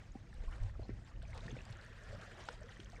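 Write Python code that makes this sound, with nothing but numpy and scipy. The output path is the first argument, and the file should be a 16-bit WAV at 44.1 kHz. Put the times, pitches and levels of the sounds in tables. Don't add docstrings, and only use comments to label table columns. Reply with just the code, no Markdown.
import sys
import numpy as np
from scipy import signal
from scipy.fft import rfft, irfft, next_fast_len
from scipy.io import wavfile
from scipy.ndimage import uniform_filter1d, map_coordinates

SR = 44100
rng = np.random.default_rng(int(sys.argv[2]) if len(sys.argv) > 2 else 0)


def pcm_store(signal):
    levels = np.round(np.clip(np.atleast_2d(signal), -1, 1) * 32767)
    wavfile.write(sys.argv[1], SR, levels.astype(np.int16).T)


def voltage_ratio(level):
    return 10 ** (np.asarray(level, float) / 20)


N = 132300


def unit(x):
    return x / np.sqrt(np.mean(x ** 2) + 1e-20)


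def level_at_each_sample(rows):
    times_s, levels_db = np.transpose(rows)
    return voltage_ratio(np.interp(np.arange(N) / SR, times_s, levels_db))


def wobble(rate):
    knots = rng.standard_normal(400)
    return map_coordinates(knots, [np.arange(N) * rate / SR])


def coloured(x, points):
    size = next_fast_len(N + 8192)
    point_hz, point_db = np.transpose(points)
    hz = np.fft.rfftfreq(size, 1 / SR)
    gain_db = np.interp(np.log(hz + 1), np.log(point_hz + 1), point_db, right=-120)
    return irfft(rfft(x, size) * voltage_ratio(gain_db), size)[:N]


def rush(points, patchy_db):
    spectrum = signal.stft(rng.standard_normal(N), nperseg=256)[2]
    patches = uniform_filter1d(rng.standard_normal(spectrum.shape), size=6, axis=0)
    patches = unit(uniform_filter1d(patches, size=6, axis=1))
    noise = signal.istft(spectrum * voltage_ratio(patchy_db * patches), nperseg=256)[1][:N]
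    return unit(coloured(noise, points))


def pings(start_s, level_db, hz, cycles, rise, soft, size):
    t = np.arange(size) / SR
    age = t * (hz / np.maximum(cycles, 0.3))[:, None]
    fade_out = np.cos(np.pi / 2 * t / t[-1])
    shape = np.exp(-age) * (1 - np.exp(-age / max(soft, 0.01))) * fade_out
    glide = 1 + rise * np.minimum(age, 4) / 2
    wave = np.sin(2 * np.pi * hz[:, None] * t * glide)
    at = np.round(start_s * SR).astype(int)[:, None] + np.arange(size)
    return np.bincount(at.ravel(), (voltage_ratio(level_db)[:, None] * shape * wave).ravel(), N + size)[:N]


def swarm(centre_hz, spread, cycles, rise, scatter_db, count, size):
    when, big = rng.random((count, 2)).T
    pitch, life = rng.standard_normal((count, 2)).T
    hz = centre_hz * np.exp(spread * np.clip(pitch, -2, 2))
    level_db = -scatter_db * np.log(1.05 - big) - 4 * spread * pitch
    lifetimes = cycles * np.exp(0.4 * life)
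    return unit(pings(when * N / SR, level_db, hz, lifetimes, rise, soft=1.0, size=size))


def camera_hiss():
    # frequency_hz, gain_db
    hiss_colour = [(100, -5), (700, -14), (6500, -30.5), (11500, -50), (14300, -44.5), (15500, -52)]
    return voltage_ratio(-71.5) * rush(hiss_colour, patchy_db=1)


def far_shore():
    # time_s, level_db
    shore_level = [(0, -94.5), (1.55, -72), (1.72, -64), (2.3, -61), (2.55, -65.5), (3, -74)]
    # frequency_hz, gain_db
    shore_colour = [(800, -21), (1400, -4.5), (1850, -1.5), (2200, -16), (3300, -15.5), (10000, -42.5),
                    (14300, -45.5)]
    return level_at_each_sample(shore_level) * rush(shore_colour, patchy_db=-4.5)


def breeze():
    # time_s, level_db
    gusts = [(0, -59), (.33, -55.5), (.4, -46), (.75, -45), (.95, -49), (1.1, -55), (1.24, -45),
             (1.45, -48), (1.65, -54.5), (2.02, -56.5), (2.12, -47.5), (2.27, -58.5), (3, -54)]
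    # frequency_hz, gain_db
    buffet_colour = [(12, -120), (20, -9.5), (35, -2), (60, -4.5), (120, -18), (300, -57)]
    return voltage_ratio(-0.5) * level_at_each_sample(gusts) * rush(buffet_colour, patchy_db=1.15)


def hull_boom():
    # time_s, level_db
    swell = [(0, -55), (.07, -57.5), (.55, -56), (.75, -58), (.92, -48.5), (1.1, -55.5), (1.25, -54.5),
             (1.55, -53), (2.0, -58.5), (2.18, -50.5), (2.26, -56.5), (2.62, -57.5), (2.85, -55), (3, -55)]
    # frequency_hz, gain_db
    hull_colour = [(60, -17.5), (85, -3.5), (110, 3.5), (140, -7), (200, -9), (500, -30.5)]
    boom = unit(voltage_ratio(0.92 * wobble(15)) * rush(hull_colour, patchy_db=-0.17))
    return voltage_ratio(-2.0) * level_at_each_sample(swell) * boom


def wash():
    # time_s, level_db
    flow = [(0, -69.5), (.1, -73.5), (.22, -75.5), (.3, -70.5), (.53, -67.5), (.65, -70), (.76, -75.5),
            (1.02, -75), (1.1, -72), (1.2, -74), (1.36, -64.5), (1.55, -67.5), (1.85, -67.5), (2.0, -69.5),
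            (2.46, -63.5), (2.58, -70.5), (2.85, -68.5), (3, -70)]
    # frequency_hz, gain_db
    trickle_colour = [(150, -24), (500, 1.5), (1100, -6), (1800, -2), (2600, -8.5), (5000, -15),
                      (8500, -19.5), (11500, -39.5), (14500, -44)]
    spurts_db = 2.9 * wobble(22.01) + 1.04 * wobble(45)
    sheet = unit(voltage_ratio(spurts_db) * rush(trickle_colour, patchy_db=3.0))
    gurgle = swarm(centre_hz=600, spread=0.342, cycles=7.9, rise=0.055, scatter_db=-0.5, count=200, size=2000)
    bubbling = swarm(centre_hz=1800, spread=0.416, cycles=5.9, rise=0.042, scatter_db=1.5, count=600, size=900)
    fizz = swarm(centre_hz=5514, spread=0.22, cycles=11, rise=0.0062, scatter_db=1.0, count=600, size=600)
    crackle = swarm(centre_hz=4700, spread=0.36, cycles=0.52, rise=0, scatter_db=2.5, count=300, size=200)
    crackle = coloured(crackle, [(1000, 9.5), (8500, 0.0), (11500, -11), (15000, -18)])
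    grains = voltage_ratio(-4) * bubbling + voltage_ratio(-14) * fizz + voltage_ratio(-17.5) * crackle
    water = voltage_ratio(3.0) * sheet + voltage_ratio(-1.0) * gurgle + voltage_ratio(0.23 * spurts_db + 2.0) * grains
    return level_at_each_sample(flow) * water


def surges():
    # start_s, level_db (rms), centre_hz, length_s
    froth = [(.0, -68.5, 1800, 0.015), (0.507, -61, 1350, 0.056), (0.618, -62.5, 710, 0.04),
             (0.81, -63, 625, 0.056), (0.884, -64, 1800, 0.023), (.885, -83, 5130, 0.025),
             (2.397, -68, 3200, 0.097), (0.829, -76, 4270, 0.06), (1.218, -68.5, 3200, 0.024),
             (1.333, -55, 820, 0.038), (1.336, -65.5, 3300, 0.038), (1.455, -68.5, 2630, 0.22),
             (1.452, -58, 320, 0.097), (1.562, -80, 600, 0.016), (2.067, -62.5, 553, 0.11)]
    hz, t, spectrum = signal.stft(rng.standard_normal(N), SR, nperseg=256)
    power = 0
    for start_s, level_db, centre_hz, length_s in froth:
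        band = np.exp(-(np.log((hz + 1) / centre_hz) / 0.29) ** 2)
        age_s = np.maximum(t - start_s, 0)
        envelope = (1 - np.exp(-age_s / 0.0037)) * np.exp(-(age_s / length_s) ** 2)
        power = power + voltage_ratio(2 * level_db) * np.outer(band / band.mean(), envelope)
    noise = signal.istft(spectrum * np.sqrt(power), nperseg=256)[1][:N]
    return voltage_ratio(2.67 * wobble(90)) * noise


def ticks():
    # start_s, level_db (peak), centre_hz
    tiny_drops = [(.343, -61.5, 8400), (0.5128, -63, 9000), (0.5624, -64, 9000), (.583, -63, 5300),
                  (0.6325, -59, 7780), (.8853, -63, 5250), (1.034, -70, 7080), (1.074, -61, 4530),
                  (1.2265, -59, 8100), (1.3058, -63, 8310), (1.3487, -57, 8470), (1.498, -56, 6600),
                  (1.618, -56, 5700), (1.653, -53.5, 7300), (1.7019, -59, 6060), (1.709, -60, 9100),
                  (1.771, -58, 6590), (1.813, -55, 4500), (1.8495, -60, 8710), (1.864, -59, 6100),
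                  (2.037, -57, 6800), (2.1503, -57, 4950), (2.4393, -55, 5950), (2.454, -54, 6660),
                  (2.633, -56, 5700), (2.66, -63, 5850), (2.775, -62, 6340), (2.802, -65, 8350),
                  (2.8463, -53.5, 6090), (2.9008, -55, 5970), (2.9205, -56, 4540), (2.9576, -59, 5220),
                  (2.9686, -61, 5960)]
    # start_s, level_db (peak)
    spray = [
        (1.709, -74),
        (2.171, -72),
        (2.8992, -74),
        (2.9207, -72),
        (2.9686, -78),
    ]
    start_s, level_db, hz = np.transpose(tiny_drops)
    clicks = pings(start_s, level_db + 6.5, hz, 3.1 + 0 * start_s, rise=0.015, soft=0.1, size=300)
    start_s, level_db = np.transpose(spray)
    hz = 12900 + 0 * start_s
    return clicks + pings(start_s, level_db + 5.5, hz, 3.1 + 0 * start_s, rise=0.015, soft=0.1, size=300)


def splashes():
    # start_s, level_db (peak)
    cracks = [
        (0.438, -62),
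        (0.634, -55),
        (1.3761, -44),
        (1.4641, -49.5),
        (1.725, -48.5),
        (2.213, -49),
        (2.4867, -40.5),
        (2.801, -49),
        (2.8305, -57),
    ]
    out, t = np.zeros(N + 1000), np.arange(1000) / SR
    for start_s, level_db in cracks:
        decay = voltage_ratio(level_db - 60 * t / 0.025)
        attack = 1 - np.exp(-t / 0.00054)
        out[round(start_s * SR):][:len(t)] += decay * attack * rng.standard_normal(len(t))
    return coloured(out[:N], [(300, 4), (1200, 2), (3500, 7), (7000, -4.5), (10000, -21), (15000, -43)])


def droplets():
    # start_s, level_db (peak), pitch_hz
    drops = [(0.12, -57.5, 6640), (0.8175, -62, 4650), (0.833, -56, 4120), (.9, -61, 5100),
             (1.048, -60, 7200), (2.797, -59, 5870), (1.281, -57, 6000), (1.514, -50, 6230),
             (1.6536, -54.5, 4700), (1.8128, -56.5, 4120), (2.5282, -53.5, 6760), (2.608, -58.5, 8040),
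             (2.6936, -56, 6030)]
    start_s, level_db, hz = np.transpose(drops)
    cycles = 23.4 + 0 * start_s
    return pings(start_s, level_db + 1.5, hz, cycles / 2, rise=0.015, soft=0.2, size=1200)


def small_bubbles():
    # start_s, level_db (peak), pitch_hz
    bubbles = [(0.3285, -51, 1740), (0.6966, -52, 1740), (0.7532, -54, 1230), (1.331, -44.5, 2030),
               (1.3515, -52, 1200), (1.481, -40.5, 1750), (1.5539, -49, 1506), (1.567, -47.5, 2170),
               (1.5886, -44.5, 2500), (2.2623, -62, 1630), (2.6904, -45.5, 1820), (2.7686, -48, 1830),
               (2.8015, -43.5, 3060), (2.8594, -51.5, 3050), (2.9623, -50, 2180), (2.9765, -51, 1800),
               (.268, -61, 2210), (.5272, -51, 2830), (1.04, -60, 1800), (1.1393, -61, 2050),
               (1.1623, -56, 2750), (1.2196, -53, 1470), (1.2521, -52, 2320), (1.4067, -47.5, 3600),
               (1.507, -46.5, 3280), (1.6067, -47.5, 2600), (1.929, -52.5, 2500), (2.6848, -53, 3100),
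               (2.708, -53, 2900), (2.721, -52, 2920), (2.762, -55, 2980)]
    start_s, level_db, hz = np.transpose(bubbles)
    cycles = 9.3 + 0 * start_s
    return pings(start_s, level_db + 1.5, hz, cycles / 2, rise=0.04, soft=0.15, size=1500)


def air_pockets():
    # start_s, level_db (peak), pitch_hz, cycles
    glugs = [(0.151, -47.5, 743, 13.7), (0.48, -50, 1020, 16), (1.23, -53, 647, 14),
             (1.286, -52.5, 618, 17), (1.336, -63, 735, 4.8), (1.426, -52.5, 642, 42),
             (2.127, -43, 557, 10.6), (2.147, -44.5, 541, 9.1), (2.487, -30, 866, 3.1),
             (2.494, -48, 467, 14.6), (2.614, -46, 587, 10.3), (2.639, -48.5, 451, 11),
             (2.93, -50, 668, 12), (2.984, -51.5, 454, 6.4), (1.018, -58, 654, 5.7),
             (1.075, -60.5, 1050, 13), (1.115, -60, 1156, 24), (1.348, -55, 694, 9.8),
             (1.49, -52, 472, 9.4), (.893, -55.5, 1910, 30), (.842, -58, 4040, 25),
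             (2.665, -52.5, 490, 7.4), (1.665, -51, 695, 5), (2.487, -29.5, 1330, 4.8),
             (0.794, -43.5, 600, 6.2), (0.903, -45.5, 370, 5.9)]
    start_s, level_db, hz, cycles = np.transpose(glugs)
    return pings(start_s, level_db + 1.5, hz, cycles / 2, rise=0.05, soft=0.25, size=3000)


def hull_pushes():
    # start_s, level_db (peak), pitch_hz, cycles
    thuds = [(.377, -35.5, 33, 3.1), (.475, -27.5, 30.8, 0.93), (.611, -23.5, 35.3, 1.35),
             (.615, -33, 95.6, 4.7), (.645, -32, 95.4, 3.2), (1.4525, -37, 125.5, 4.8),
             (1.527, -39, 119.4, 6.2), (1.7, -37, 114.4, 2.9), (2.085, -41, 34, 2.8), (.791, -34, 95, 1.2),
             (.899, -39, 84.5, 3.1)]
    start_s, level_db, hz, cycles = np.transpose(thuds)
    return pings(start_s, level_db + 1.5, hz, cycles / 2, rise=0.01, soft=0.4, size=8000)


def slaps():
    # start_s, level_db (peak), pitch_hz, cycles
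    hits = [(0.155, -35, 256, 2), (0.438, -47, 490, 3.6), (0.7943, -37.5, 400, 2.05),
            (0.8929, -30, 274, 1.38), (1.455, -42, 217, 2.2), (1.468, -42, 196, 4.4), (1.486, -50, 200, 9),
            (1.528, -40, 270, 2.4), (1.566, -41, 540, 4.5), (2.409, -49, 387, 3.3), (2.794, -44, 355, 3.6)]
    start_s, level_db, hz, cycles = np.transpose(hits)
    knock = pings(start_s, level_db + 1.5, hz, cycles / 2, rise=-0.05, soft=0.2, size=3000)
    answer = pings(start_s + 0.0017, level_db - 9.5, 0.46 * hz, cycles / 2, rise=-0.0028, soft=0.074, size=3000)
    return knock + answer


def scene():
    background = camera_hiss() + far_shore() + breeze() + hull_boom()
    water = wash() + surges() + ticks() + splashes()
    laps = droplets() + small_bubbles() + air_pockets() + hull_pushes() + slaps()
    return (background + water + laps)[None]


def roll_off(x):
    return signal.sosfilt(signal.butter(12, 15590, fs=SR, output="sos"), x)


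def record(dry):
    return roll_off(dry)


dry = scene()
out = record(dry)
pcm_store(out)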